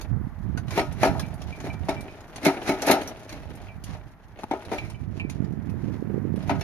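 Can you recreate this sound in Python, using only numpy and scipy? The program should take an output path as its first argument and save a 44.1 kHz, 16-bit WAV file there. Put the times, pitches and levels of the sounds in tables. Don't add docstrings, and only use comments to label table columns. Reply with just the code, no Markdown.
import sys
import numpy as np
from scipy import signal
from scipy.fft import rfft, irfft, next_fast_len
from scipy.io import wavfile
from scipy.ndimage import map_coordinates

SR = 44100
rng = np.random.default_rng(int(sys.argv[2]) if len(sys.argv) > 2 else 0)


def to_wav(sig):
    pcm = np.clip(np.atleast_2d(sig), -1, 1) * 32767
    pcm = np.round(pcm).astype(np.int16)
    wavfile.write(sys.argv[1], SR, pcm.T)


N = 292506


def amp(db):
    return 10 ** (np.asarray(db) / 20)


def unit(x):
    return x / np.sqrt(np.mean(x ** 2) + 1e-20)


def read(points, hz):
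    f, value = np.transpose(points)
    return np.interp(np.log(hz + 1), np.log(f + 1), value)


def curves(rows):
    s, *columns = np.transpose(rows)
    return [np.interp(np.arange(N) / SR, s, c) for c in columns]


def add(mix, s, sound):
    start = max(round(s * SR), 0)
    part = mix[:, start:][:, :sound.shape[1]]
    part += sound[:, :part.shape[1]]


def drift(hz):
    f = np.fft.rfftfreq(N, 1 / SR)
    slow = rfft(rng.standard_normal(N)) * np.exp(-(f / hz) ** 2)
    return unit(irfft(slow, N))


def fade(t, t60):
    return np.exp(-np.log(1000) * t / t60)


# [f/Hz, likeness (1 = the same, 0 = unrelated)]
PORT_LIKENESS = [(50, .8), (300, .97), (700, .97), (1400, .7), (3000, .3), (6000, .1), (15000, .1)]


def colour(x, spectrum, tilt_db=0):
    size = next_fast_len(x.shape[1])
    hz = np.fft.rfftfreq(size, 1 / SR)
    a, b = rfft(x, size)
    same = np.clip(read(PORT_LIKENESS, hz), -1, 1)
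    mid, side = a * np.sqrt(1 + same), b * np.sqrt(1 - same)
    gain = amp(read(spectrum, hz) + tilt_db * np.log2(1 + hz / 1000))
    stereo = irfft(np.array([mid + side, mid - side]) * gain, size)
    return unit(stereo[:, :x.shape[1]])


def hiss(size, spectrum, tilt_db=0, ripple_db=0):
    knots = np.geomspace(200, SR / 2, num=90)
    ripple = np.interp(np.fft.rfftfreq(size, 1 / SR), knots, rng.standard_normal(len(knots)))
    noise = rfft(rng.standard_normal((2, size))) * amp(ripple_db * ripple)
    return colour(irfft(noise, size), spectrum, tilt_db)


def grains(per_s, spread_db):
    size = amp(spread_db * np.minimum(rng.exponential(1, N), 4))
    happens = rng.random(N) < per_s / SR
    return size * happens * rng.standard_normal((2, N))


def patter(per_s, spread_db, t60):
    hits = amp(spread_db * rng.standard_normal(N)) * (rng.random(N) < per_s / SR)
    return unit(signal.oaconvolve(hits, fade(np.arange(SR // 4) / SR, t60))[:N])


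def ring(modes, t, scatter_db, detune=0):
    hz, db, t60 = np.transpose(modes)[:, :, None]
    share, sign, skew, shift = rng.standard_normal((4, len(hz), 1))
    strength = np.sign(sign) * amp(db + scatter_db * share)
    pitch = hz * (1 + detune * shift)
    waves = strength * fade(t, t60) * np.exp(2j * np.pi * pitch * t)
    half = np.sign(skew) * np.arccos(np.clip(read(PORT_LIKENESS, hz), -1, 1)) / 2
    return (np.exp(1j * half * [1, -1]).T @ waves).imag


# [f/Hz, relative level/dB]
AIR_COLOUR = [(20, -23.5), (100, 18.5), (250, 8), (430, -14), (800, 3.5), (1200, -1), (1900, -3),
              (2800, -24), (5000, -27.5), (10000, -32), (14500, -11.5)]
# [t/s, level/dB]
AIR_LEVEL = [(0, -48.5), (1.5, -46.5), (3, -47.5), (4.2, -50.5), (5.2, -54), (6, -46), (6.63, -50)]


def air(waver_db=1):
    return amp(curves(AIR_LEVEL)[0] + waver_db * drift(hz=6.9)) * hiss(N, AIR_COLOUR)


# [f/Hz, relative level/dB]
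EDDIES = [(10, -31), (30, -12.5), (65, 2.5), (115, 2.5), (180, -2.5), (260, -12), (400, -25), (700, -34.5),
          (1500, -39), (4000, -100)]


def buffet(level_db, lumpy_db, quicken, pace):
    puff = unit(amp(lumpy_db * drift(hz=131))) * amp(level_db)
    speed = pace * (puff / amp(-30)) ** quicken
    eddies = unit(hiss(N, EDDIES)[0])
    place = np.cumsum(speed) % (N - 1)
    return puff * map_coordinates(eddies, [place], order=1)


# [t/s, level/dB]
GUSTS = [(0, -37.5), (.13, -21), (.37, -34), (.46, -24), (.93, -29.5), (1.15, -23), (1.5, -34), (1.98, -31),
         (2.12, -48), (3.2, -43.5), (3.45, -36), (3.76, -38), (3.92, -32), (4.2, -52.5), (4.62, -45.5),
         (4.87, -32), (5.35, -27), (5.8, -28), (6.15, -24.5), (6.63, -27.5)]
# [t/s, level over the gust/dB]
PUFFS = [(0.116, 4), (.272, 10.5), (0.5, 6), (5.177, 3.5), (5.251, 8.5), (6.026, 11), (6.144, 7.5),
         (6.18, 11.5), (6.253, 9.5), (6.342, 6.5)]
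EDDY_PUFFS_PER_S, EDDY_PUFF_DB = 4.9, 1.5
LEE_DB, LEE_FOLLOWS = -49, .3


def wind(right_db=0, swell_db=1.5, puff_db=5, puff_width=0.0016):
    facing, = curves([(0, 0.76), (1.5, 1), (4, 1.), (5.2, 1.116), (6.1, 1.38), (6.63, 1.12)])
    t = np.arange(N) / SR
    gust_db = curves(GUSTS)[0] + swell_db * drift(hz=9)
    lee_db = LEE_DB + LEE_FOLLOWS * (gust_db + 30)
    left = buffet(lee_db, lumpy_db=2.5, quicken=0.15, pace=1.0)
    right = buffet(gust_db + right_db, lumpy_db=2.5, quicken=.28, pace=facing)
    weak = [(s, EDDY_PUFF_DB) for s in t[rng.random(N) < EDDY_PUFFS_PER_S / SR]]
    for s, db in PUFFS + weak:
        near = abs(t - s) < .02
        u = (t[near] - s) * facing[near] / puff_width
        spike = (1 - 2 * u ** 2) * np.exp(-u ** 2)
        right[near] += amp(gust_db[near] + db + puff_db) * spike
    return np.array([left, right])


# [t/s, level/dB before the clap fades]
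STEPS = [(3.49, -35.5), (4.435, -24), (4.44, -24.5)]
# [f/Hz, relative level/dB]
SOLE = [(60, -14), (250, 4), (500, -24), (850, 0.5), (1400, -20), (2500, -22), (6000, -53), (14000, -58)]


def steps(t60=0.025):
    out, t = np.zeros((2, N)), np.arange(SR // 8) / SR
    for s, db in STEPS:
        add(out, s, amp(db) * fade(t, t60) * hiss(len(t), SOLE))
    return out


# [start t/s, length/s, level/dB at the middle, before flutter]
SCUFFS = [(1.46, 0.082, -49), (3.336, 0.15, -71), (3.58, .14, -54), (3.845, 0.13, -47.5),
          (4.544, 0.072, -65), (5.13, 0.076, -51.5), (5.311, 0.072, -51), (5.75, 0.27, -57)]
# [f/Hz, relative level/dB before tilt]
GRIT = [(150, -3.5), (600, 3.5), (1500, 3.5), (2600, 4), (4500, 3.5), (6500, 4), (9500, -5), (12000, 3),
        (14500, -8)]


def scuffs(flutter_db=3):
    t = np.arange(N) / SR
    drag = sum(amp(db) * np.sin(np.pi * np.clip((t - s) / length, 0, 1)) for s, length, db in SCUFFS)
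    flutter = amp(flutter_db * drift(hz=40))
    soil = colour(grains(per_s=6500, spread_db=3.0), GRIT, tilt_db=-6.5)
    return drag * flutter * soil


# [t/s, level/dB]
PINGS = [(1.231, -51), (1.525, -50), (1.70, -47.5), (1.965, -47.5), (2.08, -52), (3.685, -47), (4.784, -38),
         (4.945, -54.5), (5.198, -39.5), (5.69, -54)]
# [f/Hz, relative level/dB, time to fade 60 dB/s]
STEEL = [(2330, 7, 0.26), (2345, 6, 0.18), (2514, 3, 0.17), (2710, 0, 0.071), (3000, 2, 0.069),
         (4000, -6, 0.087)]


def pings(scuff_t60=0.021, scuff_db=-17, level_db=-2):
    out, t = np.zeros((2, N)), np.arange(SR // 3) / SR
    for s, db in PINGS:
        touch = amp(scuff_db) * rng.standard_normal(len(t)) * fade(t, scuff_t60)
        touch[0] = 1
        steel = ring(STEEL, t, scatter_db=1.5)
        struck = signal.fftconvolve(steel, touch[None], axes=1) / np.linalg.norm(touch)
        add(out, s, amp(db + level_db) * struck)
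    return out


# [t/s, level/dB before shaping, treble tilt/dB per octave]
SNAPS = [(.011, -35.5, -1.5), (0.574, -31.5, -6), (.681, -39, -6.5), (.706, -32.5, -2.5), (.924, -43.5, 2),
         (1.195, -28.5, -2), (1.339, -46, 4), (1.417, -39.5, -2.5), (1.601, -39, -2), (2.007, -41, 2),
         (2.205, -48.5, -0.5), (2.359, -33.5, -2.5), (2.449, -22, 3), (2.819, -24, -0.5), (2.866, -22, 8),
         (2.91, -11.5, 10.5), (3.013, -37, 4), (3.074, -31.5, 5), (3.292, -38, -2), (3.552, -46, 9),
         (3.838, -36.5, 3.5), (4.389, -40, -9), (4.65, -40.5, -3.5), (4.780, -34.5, -6), (4.899, -41, -1),
         (5.199, -43, -7), (5.297, -35.5, 0.5), (5.443, -47, -5.5), (5.696, -51, 4), (6.359, -45.5, -3),
         (6.425, -43.5, -6.5)]
SNAP_T60 = 0.084


def snaps(rise=0.001, tail_db=-22, tail_t60=0.13):
    out, t = np.zeros((2, N)), np.arange(SR // 4) / SR
    shape = (1 - np.exp(-t / rise)) * (fade(t, SNAP_T60) + amp(tail_db) * fade(t, tail_t60))
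    for s, db, tilt in SNAPS:
        add(out, s, amp(db) * shape * hiss(len(t), GRIT, tilt, ripple_db=4.5))
    return out


# [f/Hz, relative level/dB, time to fade 60 dB/s]
TRAY = [(150, -15.5, 0.22), (206.4, -2.5, 0.075), (236, -10.5, 0.12), (280.3, -2.5, 0.19), (296, -4, 0.053),
        (382.4, -5, 0.26), (443, -25, 0.13), (493, -23, .25), (603, -1, 0.26), (654, 3, 0.15),
        (676, 1, 0.2), (759.5, 3, 0.14), (812, -12.5, 0.35), (835, -7, 0.32), (887.7, -0.5, 0.18),
        (954, -10.5, 0.33), (1030, -40, .18), (1258, -11, 0.33), (1322, -10, 0.25), (1424, -19, 0.57),
        (1740, -30, 0.25), (1980, -21, 0.097), (2357, -12.5, 0.19), (4120, -16, 0.16), (5430, -10, 0.2)]
# [f/Hz, relative level/dB]
CLATTER = [(40, -53), (100, -14.5), (200, -3), (300, 10), (500, 1.5), (700, 6), (900, 1), (1120, -10),
           (1400, -4.5), (2300, -2), (3100, -7.5), (4200, -13.5), (7000, -39), (14000, -31)]


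def shaken(per_s, spread_db, modes_db, soft_db):
    jolts, t = grains(per_s, spread_db), np.arange(SR // 3) / SR
    modes = [(hz, db - soft_db * np.log2(1 + hz / 1000), t60) for hz, db, t60 in TRAY]
    sung = signal.oaconvolve(jolts[:1], ring(modes, t, scatter_db=-4), axes=1)[:, :N]
    return unit(amp(modes_db) * unit(sung) + colour(jolts, CLATTER, -soft_db / 2))


# [t/s, level/dB before each part's own level]
ROLL = [(0, -42), (.15, -62), (.55, -54.5), (.8, -50), (1.15, -44), (1.35, -47.5), (2.05, -43),
        (2.28, -50.5), (2.42, -39.5), (3.05, -34), (3.25, -45), (3.55, -46), (3.8, -55), (4.25, -56.5),
        (4.65, -43), (5.05, -53.5), (5.35, -53), (5.7, -56.5), (6.3, -57), (6.5, -41.5)]
RATTLE_DB, SETTLE_T60 = -19.5, 0.19
CRUNCH_DB = -11.5
GRIT_PER_S, GRIT_DB, GRIT_SPREAD_DB = 27, -16.5, 1.5
TAPS_PER_S, TAPS_DB = 20, -6.5


def rolling(rumble_flutter_db=0.3, crunch_flutter_db=3.5, rumble_db=-2):
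    t, roll, lumps = np.arange(N) / SR, amp(curves(ROLL)[0]), drift(hz=28)
    rattle_power = sum(amp(clank + RATTLE_DB) ** 2 * (t > s) * fade(abs(t - s), SETTLE_T60) ** 2
                       for s, clank, _, _ in KNOCKS)
    rattle = rattle_power ** .5
    soil = colour(grains(per_s=5400, spread_db=-2.5), GRIT, tilt_db=-6.5)
    load = shaken(per_s=550, spread_db=1, modes_db=-5.5, soft_db=10.5)
    cracks = patter(GRIT_PER_S, GRIT_SPREAD_DB, t60=0.072) * hiss(N, GRIT, tilt_db=-0.5)
    taps = patter(TAPS_PER_S, spread_db=1.6, t60=0.057) * hiss(N, CLATTER, tilt_db=-1)
    crunch = amp(CRUNCH_DB + crunch_flutter_db * lumps) * soil
    small = crunch + amp(GRIT_DB) * cracks + amp(TAPS_DB) * taps
    shake = np.hypot(amp(rumble_db) * roll, rattle) * amp(rumble_flutter_db * lumps)
    return shake * load + roll * small


# [t/s of the strongest moment, level/dB of the force]
GRINDS = [(.725, -38.5), (.772, -31.5), (1.025, -31), (1.655, -41), (1.885, -51), (2.46, -27),
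          (2.682, -27.5), (2.887, -20), (3.307, -44.5), (4.41, -50), (4.735, -36), (4.855, -48),
          (6.49, -46.5), (6.62, -61)]
GRIND_RISE_S, GRIND_FALL_S = 0.018, 0.037
# [f/Hz, relative level/dB]
CRACK = [(200, -45.5), (1000, 7), (2300, 14), (3200, -0.5), (4000, 8), (4900, 2.5), (6000, 3.5), (9000, -7),
         (11200, -4), (13000, 1.5), (14500, -10)]


def grinds(body_db=0, rasp_db=-2):
    t = np.arange(N) / SR
    force = sum(amp(db) * np.exp(-np.maximum((s - t) / GRIND_RISE_S, (t - s) / GRIND_FALL_S))
                for s, db in GRINDS)
    rasp = colour(grains(per_s=12000, spread_db=-0.5), CRACK)
    body = shaken(per_s=4000, spread_db=0.5, modes_db=-9, soft_db=4.5)
    return force * (amp(rasp_db) * rasp + amp(body_db) * body)


def block(t, t60=0.074, count=28):
    hz = rng.uniform(2000, 13000, count)
    modes = np.transpose([hz, read(CRACK, hz), t60 * (4000 / hz) ** .4])
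    return ring(modes, t, scatter_db=2)


# [t/s, clank level/dB, boom of the tray floor level/dB, crack level/dB]
KNOCKS = [(.776, -15.5, -14, -25), (.793, -24, -20, -24), (1.031, -10.5, -12, -20), (1.049, -31, -12, -23),
          (1.072, -23.5, -21, -31.5), (1.147, -26.5, -38, -81), (1.641, -35, -24, -43),
          (1.668, -32, -28, -41), (1.885, -22.5, -29, -32.5), (1.890, -26.5, -15.5, -26.5),
          (2.43, -32, -24, -34), (2.455, -13, -51, -21), (2.464, -17, -3, -20.5), (2.676, -28, -16, -31.5),
          (2.692, -17, -8, -23), (2.825, -24.5, -37.5, -48), (2.874, -21.5, -30, -42),
          (2.897, -12.5, -14.5, -26), (2.913, -15, -12, -14.5), (2.932, -19.5, -23.5, -40.5),
          (2.96, -25.5, -30.5, -49.5), (3.325, -44.5, -28, -36), (3.43, -44, -47.5, -48.5),
          (3.948, -39.5, -49, -49), (4.511, -21.5, -21.5, -34), (4.532, -27, -30, -57),
          (4.716, -22, -19, -34), (6.494, -18, -46, -32), (6.502, -29.5, -9, -36), (6.610, -40, -45, -29.5)]
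FLIGHT_S, RESTITUTION, FLIGHT_SPREAD, REBOUND_DB = .018, 1, .25, -10


def blows(count=3):
    chance, k = rng.standard_normal((len(KNOCKS), count)), np.arange(count)
    for (s, *levels), luck in zip(KNOCKS, chance):
        flights = FLIGHT_S * RESTITUTION ** k * np.exp(FLIGHT_SPREAD * luck)
        delays = np.cumsum(flights) - flights
        for delay, loss in zip(delays, REBOUND_DB * k):
            yield s + delay, *(np.array(levels) + loss)


def knocks(modes_db=-9, clatter_db=-2, clatter_t60=0.11, crack_db=-3, crack_t60=0.047,
           clink_db=-19, tail_db=-22, tail_t60=0.66, contact=0.00096):
    out, t = np.zeros((2, N)), np.arange(SR // 3) / SR
    tail = amp(tail_db) * fade(t, tail_t60)
    press = 1 - np.exp(-t / contact)
    for s, clank, boom, crack in blows():
        weight = [(330, boom), (600, clank), (1200, clank), (5000, crack)]
        modes = [(hz, db + read(weight, hz), t60) for hz, db, t60 in TRAY]
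        dense = [(hz, db + read(weight, hz)) for hz, db in CLATTER]
        tray = amp(modes_db) * ring(modes, t, scatter_db=1.0, detune=0.0098)
        clatter = hiss(len(t), dense, ripple_db=4.5) * (fade(t, clatter_t60) + tail)
        tray += amp(clank + clatter_db) * clatter
        stone = amp(crack_db) * hiss(len(t), CRACK, ripple_db=6.0) * (fade(t, crack_t60) + tail)
        stone += amp(clink_db) * block(t)
        add(out, s, press * (tray + amp(crack) * stone))
    return out


# [f/Hz, level difference/dB]
LEAN = [(60, 27), (200, -2), (370, 1), (680, 3.5), (1260, 5), (2310, -3), (4250, 1), (7800, -2),
        (14400, -4.5)]


def scene(lag=.00008, radiate_hz=110):
    hz = np.fft.rfftfreq(N, 1 / SR)
    barrow = knocks() + grinds() + snaps() + scuffs() + pings() + steps() + rolling()
    bass_cut = signal.butter(2, radiate_hz, "high", fs=SR, output="sos")
    barrow = signal.sosfilt(bass_cut, barrow)
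    balance = amp(np.outer([.5, -.5], read(LEAN, hz)))
    delay = np.exp(-2j * np.pi * np.outer([0, lag], hz))
    return irfft(rfft(barrow) * balance * delay, N) + air() + wind()


# [f/Hz, level/dB]
PORTS = [(20, 0), (6800, -1), (7500, -7), (8000, -12.5), (8500, -3), (9200, 5.5), (14000, -12),
         (15000, -18.5)]
EDGE_HZ = 14700


def record(dry):
    hz = np.fft.rfftfreq(N, 1 / SR)
    heard = irfft(rfft(dry) * amp(read(PORTS, hz)), N)
    low_pass = signal.firwin(401, EDGE_HZ, window=("kaiser", 9), fs=SR)
    return signal.oaconvolve(heard, low_pass[None], "same")


dry = scene()
out = record(dry)
to_wav(out)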